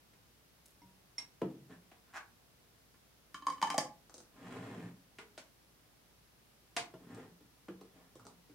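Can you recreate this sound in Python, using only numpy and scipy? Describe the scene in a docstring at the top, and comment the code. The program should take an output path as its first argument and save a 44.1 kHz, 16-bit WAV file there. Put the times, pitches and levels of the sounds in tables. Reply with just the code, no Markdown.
"""The lid of a full glass jar rattles shut and is clamped, close to a stereo microphone at a kitchen table.
Around it a spoon is laid in a ceramic bowl, and jars knock, land, slide and scrape on the tabletop.
Blows are damped modes plus random cracks; rubbing is random slips under the gain of a moving hand.
A small room answers most of them with a diffuse tail; behind lie even hiss and a low appliance drone."""
import sys
import numpy as np
from scipy import signal
from scipy.fft import rfft, irfft, next_fast_len
from scipy.io import wavfile
from scipy.ndimage import map_coordinates

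SR = 44100
rng = np.random.default_rng(int(sys.argv[2]) if len(sys.argv) > 2 else 0)


def dump(signal):
    """Clip the signal to [-1, 1] and save it as 16-bit WAV at the path in sys.argv[1]."""
    limited = np.clip(np.atleast_2d(signal).T, -1, 1)
    pcm = np.round(limited * 32767).astype(np.int16)
    wavfile.write(sys.argv[1], SR, pcm)


N = 376702
HIT = np.arange(SR // 2) / SR  # time axis of one blow, s

# spectrum of hard knocks, of jars and of spoon on bowl: f/Hz, level/dB
KNOCK_COLOUR = [(60, -22), (170, -7), (290, -4.5), (450, -14.5), (700, 2.5), (1000, 8.5), (1400, 4),
                (2200, 8), (3500, 1), (6000, -5), (9000, -7), (11000, -18.5), (16000, -34)]


def amp(db):
    """Decibels to gain."""
    return 10 ** (np.asarray(db) / 20)


def unit(x):
    """Scale to rms 1."""
    return x / np.sqrt(np.mean(x ** 2) + 1e-20)


def one(x):
    """Scale to energy 1."""
    return unit(x) / np.sqrt(x.shape[-1])


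def along(points, hz):
    """Read (f/Hz, value) points on a log frequency axis."""
    f, v = np.transpose(points)
    return np.interp(np.log(hz + 1), np.log(f + 1), v)


def shaped(x, gain):
    """Causal, minimum-phase filter with the given gain over frequency."""
    n = x.shape[-1]
    m = 2 * next_fast_len(n // 2 + 4096)
    log_gain = np.log(np.maximum(gain(np.fft.rfftfreq(m, 1 / SR)), 1e-6))
    # folding the cepstrum onto positive time makes the filter causal
    cepstrum = irfft(log_gain)
    cepstrum[1:m // 2] *= 2
    cepstrum[m // 2 + 1:] = 0
    return irfft(rfft(x, m) * np.exp(rfft(cepstrum)), m)[..., :n]


def coloured(x, points):
    """Filter x through a spectrum of (f/Hz, level/dB) points."""
    return shaped(x, lambda hz: amp(along(points, hz)))


def spread(pair, side_points):
    """Two unrelated sounds as the middle and the sides of a stereo image."""
    side = coloured(pair[1], side_points)
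    return np.array([pair[0] + side, pair[0] - side])


def panned(x, db):
    """Raise the left side and lower the right by db; a negative db leans right."""
    return x * amp(db * np.array([[1], [-1]]))


def in_room(x, wet_db):
    """Direct sound plus a fresh diffuse tail of the small room that dies faster in the treble."""
    # decay of the room: f/Hz, t60/s
    decay = [(100, 0.63), (300, 0.35), (1000, 0.31), (3000, 0.22), (8000, 0.21), (14000, 0.17)]
    # width of the tail: f/Hz, side level/dB
    width = [(120, -25.5), (300, -15), (700, -6.5), (1400, -4), (2500, 0.5), (8000, 2)]
    hz, t, noise = signal.stft(rng.standard_normal((2, len(HIT))), SR, nperseg=256)
    fading = noise * amp(-60 * t / along(decay, hz)[:, None])
    tail = signal.istft(fading, SR, nperseg=256)[1][:, :len(HIT)]
    build_up = 1 - np.exp(-HIT / 0.00086)
    tail = spread(one(tail * build_up), width)
    return x + amp(wet_db) * signal.fftconvolve(x[None], tail, axes=1)[:, :len(x)]


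def ring(modes, attack=0.00059):
    """Damped modes (f/Hz, level/dB, t60/s) that swell over attack/s, at slightly new strengths each time."""
    scatter = 1.8 * rng.standard_normal(len(modes))  # dB
    tones = 0
    for (hz, db, t60), new_db in zip(modes, scatter):
        decay = amp(db + new_db - 60 * HIT / t60)
        tones = tones + decay * np.sin(2 * np.pi * hz * HIT) * rng.choice([-1, 1])
    return one(tones * (1 - np.exp(-HIT / attack)))


def crack(colour, t60):
    """Brief rattle of two hard surfaces: a decaying random burst made spectrally even, cut at t60, coloured."""
    burst = rfft(rng.standard_normal(len(HIT)) * amp(-60 * HIT / t60))
    even = irfft(burst / (np.abs(burst) + 1e-9), len(HIT)) * (HIT < t60)
    return one(coloured(even, colour))


def add(track, s, blow, low_db, mid_db, high_db):
    """Place a blow; its weight and hardness set the opening level of bass, middle and treble."""
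    bands = [[90, 560], [560, 3500], [3500, 19000]]  # Hz
    opening, start = SR // 50, round(s * SR)  # samples
    for edges, db in zip(bands, (low_db, mid_db, high_db)):
        band = signal.butter(5, edges, "band", fs=SR, output="sos")
        part = signal.sosfilt(band, blow)
        opening_rms = np.sqrt(np.mean(part.mean(0)[:opening] ** 2))
        part = part * amp(db) / opening_rms
        track[:, start:start + len(HIT)] += part[:, :N - start]


def slips(rate, scatter_db):
    """Friction: tiny catches of random size at random moments, rate a second on average."""
    return (rng.random(N) < rate / SR) * rng.standard_normal(N) * amp(scatter_db * rng.standard_normal(N))


def stroke(start, rise, hold, fall, db):
    """Gain of a rub that gathers speed, holds it and slows to rest; loudness is a power of the speed."""
    corners = start + np.cumsum([0, rise, hold, fall])
    speed = np.interp(np.arange(N) / SR, corners, [0, 1, 1, 0])
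    return amp(db) * speed ** 1.28


def wobble(rate):
    """A smooth random curve, rate knots a second."""
    return map_coordinates(rng.standard_normal(N // 100), [np.arange(N) * rate / SR])


def kitchen():
    """The quiet kitchen: even, coloured noise and a low sine whose pitch wavers, the drone of an appliance."""
    # spectrum of the hiss: f/Hz, level/dB
    hiss_colour = [(12, -54), (20, -36), (40, -6), (60, -8.5), (81, -7.5), (110, -1.5), (170, -5),
                   (400, -10.5), (1120, -16), (2320, -19), (5500, -21), (7600, -26), (11000, -23.5),
                   (16000, -26)]
    # width of the hiss: f/Hz, side level/dB
    hiss_width = [(60, -3.5), (110, -9), (200, -5.5), (380, -3), (700, -2.5), (1290, -0.5), (2380, 0),
                  (4400, 0), (8120, 1), (15000, 0.5)]
    hiss = coloured(rng.standard_normal((2, N)), hiss_colour)
    air = spread(np.array([unit(n) for n in hiss]), hiss_width)
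    drift_hz = 3 * unit(coloured(rng.standard_normal(N), [(5, 13), (15, -14), (60, -84)]))
    drone = unit(np.sin(2 * np.pi * np.cumsum(57 + drift_hz) / SR))
    return amp(-68.5) * air + amp(-78.5) * drone


def slides():
    """Glass catches and slips on the table, which rumbles under it; one speed drives rumble and grit."""
    # jars dragged over the table: start t/s, rise/s, hold/s, fall/s, rumble level/dB, grit over rumble/dB
    drags = [(1.682, 0.022, 0.024, 0.04, -53, -7.5), (4.307, 0.22, 0.33, 0.085, -46, -5.5),
             (6.977, 0.15, 0.078, 0.13, -49, -10), (7.904, 0.06, .05, 0.15, -65.5, -2.5),
             (8.137, .11, 0.062, 0.053, -60.5, -27)]
    # spectrum of the rumble: f/Hz, level/dB
    rumble_colour = [(30, -42), (78, -38), (105, -7), (125, -0.5), (148, -9.5), (175, 5), (205, -4.5),
                     (285, -0.5), (350, -13.5), (410, -2), (520, -10), (700, -42), (1000, -34), (1600, -96)]
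    # spectrum of the grit: f/Hz, level/dB
    grit_colour = [(290, -18), (500, -8), (564, -6.5), (610, -1), (998, -4.5), (1590, -11.5), (1720, -8),
                   (5400, -28), (8610, -27), (12000, -46), (15600, -85), (22000, -120)]
    # short, hard scrapes of glass: start t/s, rise/s, hold/s, fall/s, level/dB
    scrapes = [(2.056, .02, 0.028, 0.027, -70), (2.124, 0.039, 0.0095, 0.02, -42.5)]
    # spectrum of the scrapes: f/Hz, level/dB
    scrape_colour = [(120, -36), (200, -30), (301, -17), (504, -26.5), (591, -13), (829, -8.5),
                     (1120, -4.5), (1250, -11.5), (1570, -6), (1850, -10), (2370, -14.5), (3630, -26),
                     (7120, -27.5), (14000, -44)]
    # a jar rubs briefly into a tone: start t/s, rise/s, hold/s, fall/s, level/dB
    squeak_stroke = (1.705, .02, .022, .025, -63)
    grit_sag = 18  # dB per s: the grit smooths out as a slide goes on

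    t = np.arange(N) / SR
    rumble_gain, grit_gain = np.zeros((2, N))
    for start, rise, hold, fall, db, grit_db in drags:
        gain = stroke(start, rise, hold, fall, db)
        rumble_gain += gain
        grit_gain += gain * amp(grit_db - grit_sag * np.maximum(t - start - rise, 0))
    # the rumble swells and dips as the glass catches; the grit comes in small, quick clumps
    rumble_gain *= amp(0.5 * wobble(rate=42))
    grit_gain *= amp(1 * wobble(rate=110))
    rumble = rumble_gain * unit(coloured(slips(rate=1200, scatter_db=1.0), rumble_colour))
    grit = grit_gain * unit(coloured(slips(rate=2000, scatter_db=-1.5), grit_colour))
    scrape_gain = sum(stroke(*row) for row in scrapes)
    scrape = scrape_gain * unit(coloured(slips(rate=2200, scatter_db=-2.0), scrape_colour))
    squeak = stroke(*squeak_stroke) * np.sin(2 * np.pi * 1750 * t)
    roomy_rumble = in_room(amp(-3.5) * rumble, wet_db=-4.5)
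    roomy_rub = in_room(amp(-3.5) * grit + amp(-3.0) * scrape, wet_db=-1)
    return roomy_rumble + roomy_rub + squeak


def clicks():
    """Light, dry ticks of wire clasp and lids: a short crack with fast-dying metal modes."""
    # the ticks: t/s, level/dB, relative knock level/dB
    ticks = [(4.0961, -50.5, -0.5), (4.1418, -40, -16), (4.1808, -43, -17), (4.2031, -48, -7),
             (7.147, -49.5, -15), (8.155, -52.5, -10), (8.1965, -56.5, 7.5), (8.2521, -50.5, -1),
             (8.2675, -45, 0)]
    # spectrum of the crack: f/Hz, level/dB
    tick_colour = [(59, -31), (100, -7), (189, 12), (801, 21), (950, 18), (1330, 18), (3190, -16),
                   (4110, -11.5), (7610, -12), (8280, -9.5), (16000, -55)]
    # modes of the clasp: f/Hz, level/dB, t60/s
    clasp = [(1470, 10.5, 0.021), (4370, -26, .03), (6170, 0.5, 0.0087), (9200, -7, 0.012)]
    out = np.zeros((2, N))
    for s, db, knock_db in ticks:
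        blow = crack(tick_colour, t60=0.005) + amp(-13) * ring(clasp)
        thump_db = db - 20  # the table under a click
        add(out, s, in_room(blow, wet_db=-1), thump_db, db + knock_db - 13.5, db - 17.5)
    return out


def spoon():
    """Spoon and filled bowl ring briefly together; a soft touch favours the lowest mode; cereal rustles."""
    # spoon on bowl: t/s, level/dB, relative thump/dB, relative low ring/dB, softness/dB
    touches = [(0.817, -67, 6, 5.5, 15.5), (1.181, -31.5, -25, -13, 2.5)]
    # modes of the bowl: f/Hz, level/dB, t60/s
    bowl = [(954, -23, 0.24), (2115, 2.5, 0.08), (2450, -8, 0.048), (3866, -26, 0.27), (4220, -30, .21),
            (4940, -18, 0.092), (5524, -17, 0.15), (5530, 6, 0.053), (6270, -21, 0.12), (7260, -20, 0.088),
            (8100, -17, 0.17), (8720, -19, 0.1), (10000, -13, 0.052)]
    # the spoon drops into the cereal, which then settles: start t/s, rise/s, hold/s, fall/s, level/dB
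    rustles = [(0.657, .001, 0.0028, .015, -57.5), (0.661, 0.027, .03, .04, -67.5)]
    out = np.zeros((2, N))
    lowest_hz = bowl[0][0]
    for s, db, thump_db, low_db, soft_db in touches:
        modes = [(hz, level + 2 * soft_db * (lowest_hz / hz) ** 2, t60) for hz, level, t60 in bowl]
        contact = amp(-12.5 - soft_db) * crack(KNOCK_COLOUR, t60=0.051)
        blow = in_room(ring(modes, attack=0.0012), wet_db=-9) + in_room(contact, wet_db=2)
        add(out, s, blow, db + thump_db - 8.5, db + low_db - 6.5, db - 8.0)
    grains = slips(rate=3400, scatter_db=-12)
    rustle = unit(coloured(grains, [(1500, -24), (4000, -5.5), (10000, 2), (15000, -8)]))
    rustle = sum(stroke(*row) for row in rustles) * rustle
    return panned(out, -.8) + panned(rustle, 0.5)


def thuds():
    """Weight from above sets the tabletop ringing; gentle thumps build up more slowly."""
    # thumps on the tabletop, the first from under the bowl as the spoon touches it, the rest from
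    # jar bottoms: t/s, level/dB, relative knock level/dB
    thumps = [(0.817, -50, -40), (1.416, -19.5, -7.5), (1.499, -52, -1), (1.52, -41.5, -17),
              (6.937, -37, -5), (7.404, -49, -8), (7.683, -31.5, -7), (7.809, -45.5, 1.5), (7.85, -52, -9),
              (8.153, -45, -1.5), (8.495, -45.5, -8)]
    # spectrum of the contact: f/Hz, level/dB
    thud_colour = [(50, -35), (90, -20), (130, -8), (175, -6.5), (215, -7), (290, 2), (360, -0.5),
                   (440, -1), (540, -12.5), (700, -17), (1000, -21), (2100, -31.5), (3500, -37.5),
                   (14000, -53.5)]
    # modes of the tabletop: f/Hz, level/dB, t60/s
    table_modes = [(136.7, -10, 0.16), (187.4, -11, 0.32), (216, -10, 0.13), (284, 0, 0.1), (319, -6, 0.17),
                   (390, -1.5, 0.064), (450, -15, 0.11), (512, -18.5, 0.096), (654, -35, 0.12)]
    usual_db, usual_knock_db = -42.5, -6.5  # strength and knock of an average thump
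    dulling = .45  # heavier thumps are duller: dB of treble share lost per dB of strength
    soft_tilt, pivot_hz = 0.52, 200  # soft thumps favour low modes: dB per octave for each dB less knock
    out = np.zeros((2, N))
    for s, db, knock_db in thumps:
        rise = np.interp(db, [-48, -28], [.008, .001])  # s
        tilt_db = soft_tilt * min(knock_db - usual_knock_db, 0)
        modes = [(hz, level + tilt_db * np.log2(hz / pivot_hz), t60) for hz, level, t60 in table_modes]
        table = ring(modes)
        contact = amp(tilt_db) * crack(thud_colour, t60=0.0285)
        blow = (contact + amp(-2.0) * table) * (1 - np.exp(-HIT / rise))
        tick_db = knock_db - 27.5 - dulling * (db - usual_db)
        add(out, s, in_room(blow, wet_db=-3), db - 15.0, db + knock_db - 14.5, db + tick_db)
    return out


def knocks():
    """Hard, bright knocks of the jars: crack and jar modes, with a hollow note from inside the jar."""
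    # the knocks: t/s, level/dB, relative thump/dB, relative tick/dB, hollow f/Hz, hollow level/dB, t60/s
    blows = [(0.134, -60, -2, -16, 457, -5, 0.067), (1.915, -50.5, 1, -23, 734, -4, 0.036),
             (5.185, -39, -4, -18.5, 417, -12, 0.27), (5.377, -41, 1, -11, 666, -3.5, 0.011),
             (6.765, -24, -4.5, -12.5, 703, -3, 0.11)]
    # modes of the jar: f/Hz, level/dB, t60/s
    jar = [(333, -12, 0.21), (461, -9, 0.29), (1450, 19, 0.037), (2036, 9, 0.051), (3040, -31, .05),
           (4840, -32, .05)]
    out = np.zeros((2, N))
    for s, db, thump_db, tick_db, hollow_hz, hollow_db, t60 in blows:
        contact = crack(KNOCK_COLOUR, t60=0.06) + amp(-8.0) * ring(jar)
        hollow = amp(hollow_db) * ring([(hollow_hz, 0, t60)], attack=0.0069)
        blow = in_room(contact, wet_db=-1) + in_room(hollow, wet_db=-6.0)
        add(out, s, blow, db + thump_db - 14.5, db - 14, db + tick_db - 4.0)
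    return out


def lid():
    """Each contact on the rim rings the glass lid and puffs the air in the narrowing gap."""
    # the lid chatters on the rim: t/s, level/dB, relative hardness/dB, glass ring level/dB
    contacts = [(2.942, -61.5, -9, -1), (3.344, -34.5, -11.5, 2), (3.422, -40, -20, 12.5),
                (3.468, -20, -17.5, 2.5), (3.483, -25, -34, -25), (3.5, -34, -8.5, 7.5),
                (3.523, -41.5, -9.5, -4), (3.58, -47.5, -14, 10), (3.616, -30, -12, -25),
                (3.626, -17, -15, 5), (3.643, -25, -28, -19), (3.673, -36, -8.5, 3), (3.702, -25, -9.5, -3),
                (3.743, -26.5, -17.5, 1.5), (3.78, -20, -2.5, -1), (3.851, -49, 0, 1)]
    # spectrum of the contact: f/Hz, level/dB
    contact_colour = [(100, -17), (170, 2.5), (280, -5), (400, -8), (750, -15), (1200, -9), (1400, -10),
                      (2200, -5), (2650, -14), (3150, -12.5), (3600, -9), (4300, -10.5), (4900, 3),
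                      (9000, -3.5), (11500, -13), (16000, -18)]
    # modes of the free glass: f/Hz, level/dB, t60/s
    glass_modes = [(289.4, -10, 0.11), (1056, -4.5, 0.081), (1165, -9.5, 0.16), (1737, -13, 0.071),
                   (2256, -22, 0.1), (3030, -13.5, 0.071), (3137, -16, 0.094), (3980, -6.5, 0.025),
                   (4680, 4, 0.014), (6520, -3, 0.038), (9000, -11.5, 0.036)]
    # the rim rings high and short when the lid lands on it all round: f/Hz, level/dB, t60/s
    rim_modes = [(4780, 3, 0.046), (5460, -3, 0.058), (5600, -10, .06), (7020, -12, 0.093), (8530, -7, .03),
                 (8900, -13, 0.024)]
    # the air under the lid sounds lower as the gap closes: t/s, f/Hz
    gap = [(3.344, 1400), (3.42, 1088), (3.615, 1046), (3.628, 900), (3.70, 873), (3.78, 662)]
    # a soft contact mostly pumps the air, a hard one mostly cracks: hardness/dB, air level/dB
    puff = [(-27, 14), (-16.5, 8), (-11, -9.5)]
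    # soft contacts swell more slowly: hardness/dB, rise/s
    swell = [(-27.5, 0.0016), (5.5, 0.00036)]
    # the dry snap of the rim as it seats: f/Hz, level/dB
    snap_colour = [(1000, -29), (3500, 3), (8500, 17), (11500, -8), (16000, -17)]
    # the lid settles on its seal between these times: start t/s, end t/s
    seating = (3.72, 3.78)
    usual_db, thump_slope = -30, -0.56  # average contact; dB of bass share per dB of strength
    open_gap_hz, thump_per_octave = 1020, 24  # bass grows (dB) as the gap note sinks below this pitch
    out = np.zeros((2, N))
    for s, db, hard_db, glass_db in contacts:
        rise = np.interp(hard_db, *np.transpose(swell))
        # once the lid sits on its seal, the glass is damped and the rim takes the blow
        seated = np.interp(s, seating, [0, 1])
        damped = [(hz, level, t60 * (1 - seated / 2)) for hz, level, t60 in glass_modes]
        glass = amp(glass_db) * ring(damped, attack=rise / 2)
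        rim = amp(-14.5 + 16.6 * seated) * ring(rim_modes)
        snap = seated * amp(-1.5) * panned(crack(snap_colour, t60=0.0019), -3.5)
        # the seated lid puffs more and also knocks with hollow notes of its own
        gap_hz = np.interp(s, *np.transpose(gap))
        air_db = np.interp(hard_db, *np.transpose(puff)) + 10.5 * seated
        notes = [(gap_hz, 0, .03), (840, -35 + 28 * seated, .14), (515, -36 + 23 * seated, .12)]
        air = amp(air_db) * ring(notes, attack=rise)
        contact = in_room(crack(contact_colour, t60=0.0082), wet_db=-0.5)
        blow = contact + in_room(glass + rim + air, wet_db=-6.0) + snap
        closing = max(np.log2(open_gap_hz / gap_hz), 0)  # octaves
        thump_db = -29 + thump_slope * (db - usual_db) + thump_per_octave * closing
        add(out, s, blow, db + thump_db, db - 11.5, db + hard_db - 12.5)
    return out


def scene():
    """Everything on the table, in the quiet of the kitchen."""
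    return kitchen() + slides() + clicks() + spoon() + thuds() + knocks() + lid()


def record(dry):
    """The recorder keeps nothing above its band limit."""
    top_hz = 15850
    m = next_fast_len(N + SR // 2)
    passed = np.fft.rfftfreq(m, 1 / SR) < top_hz
    return irfft(rfft(dry, m) * passed, m)[:, :N]


dry = scene()
out = record(dry)
dump(out)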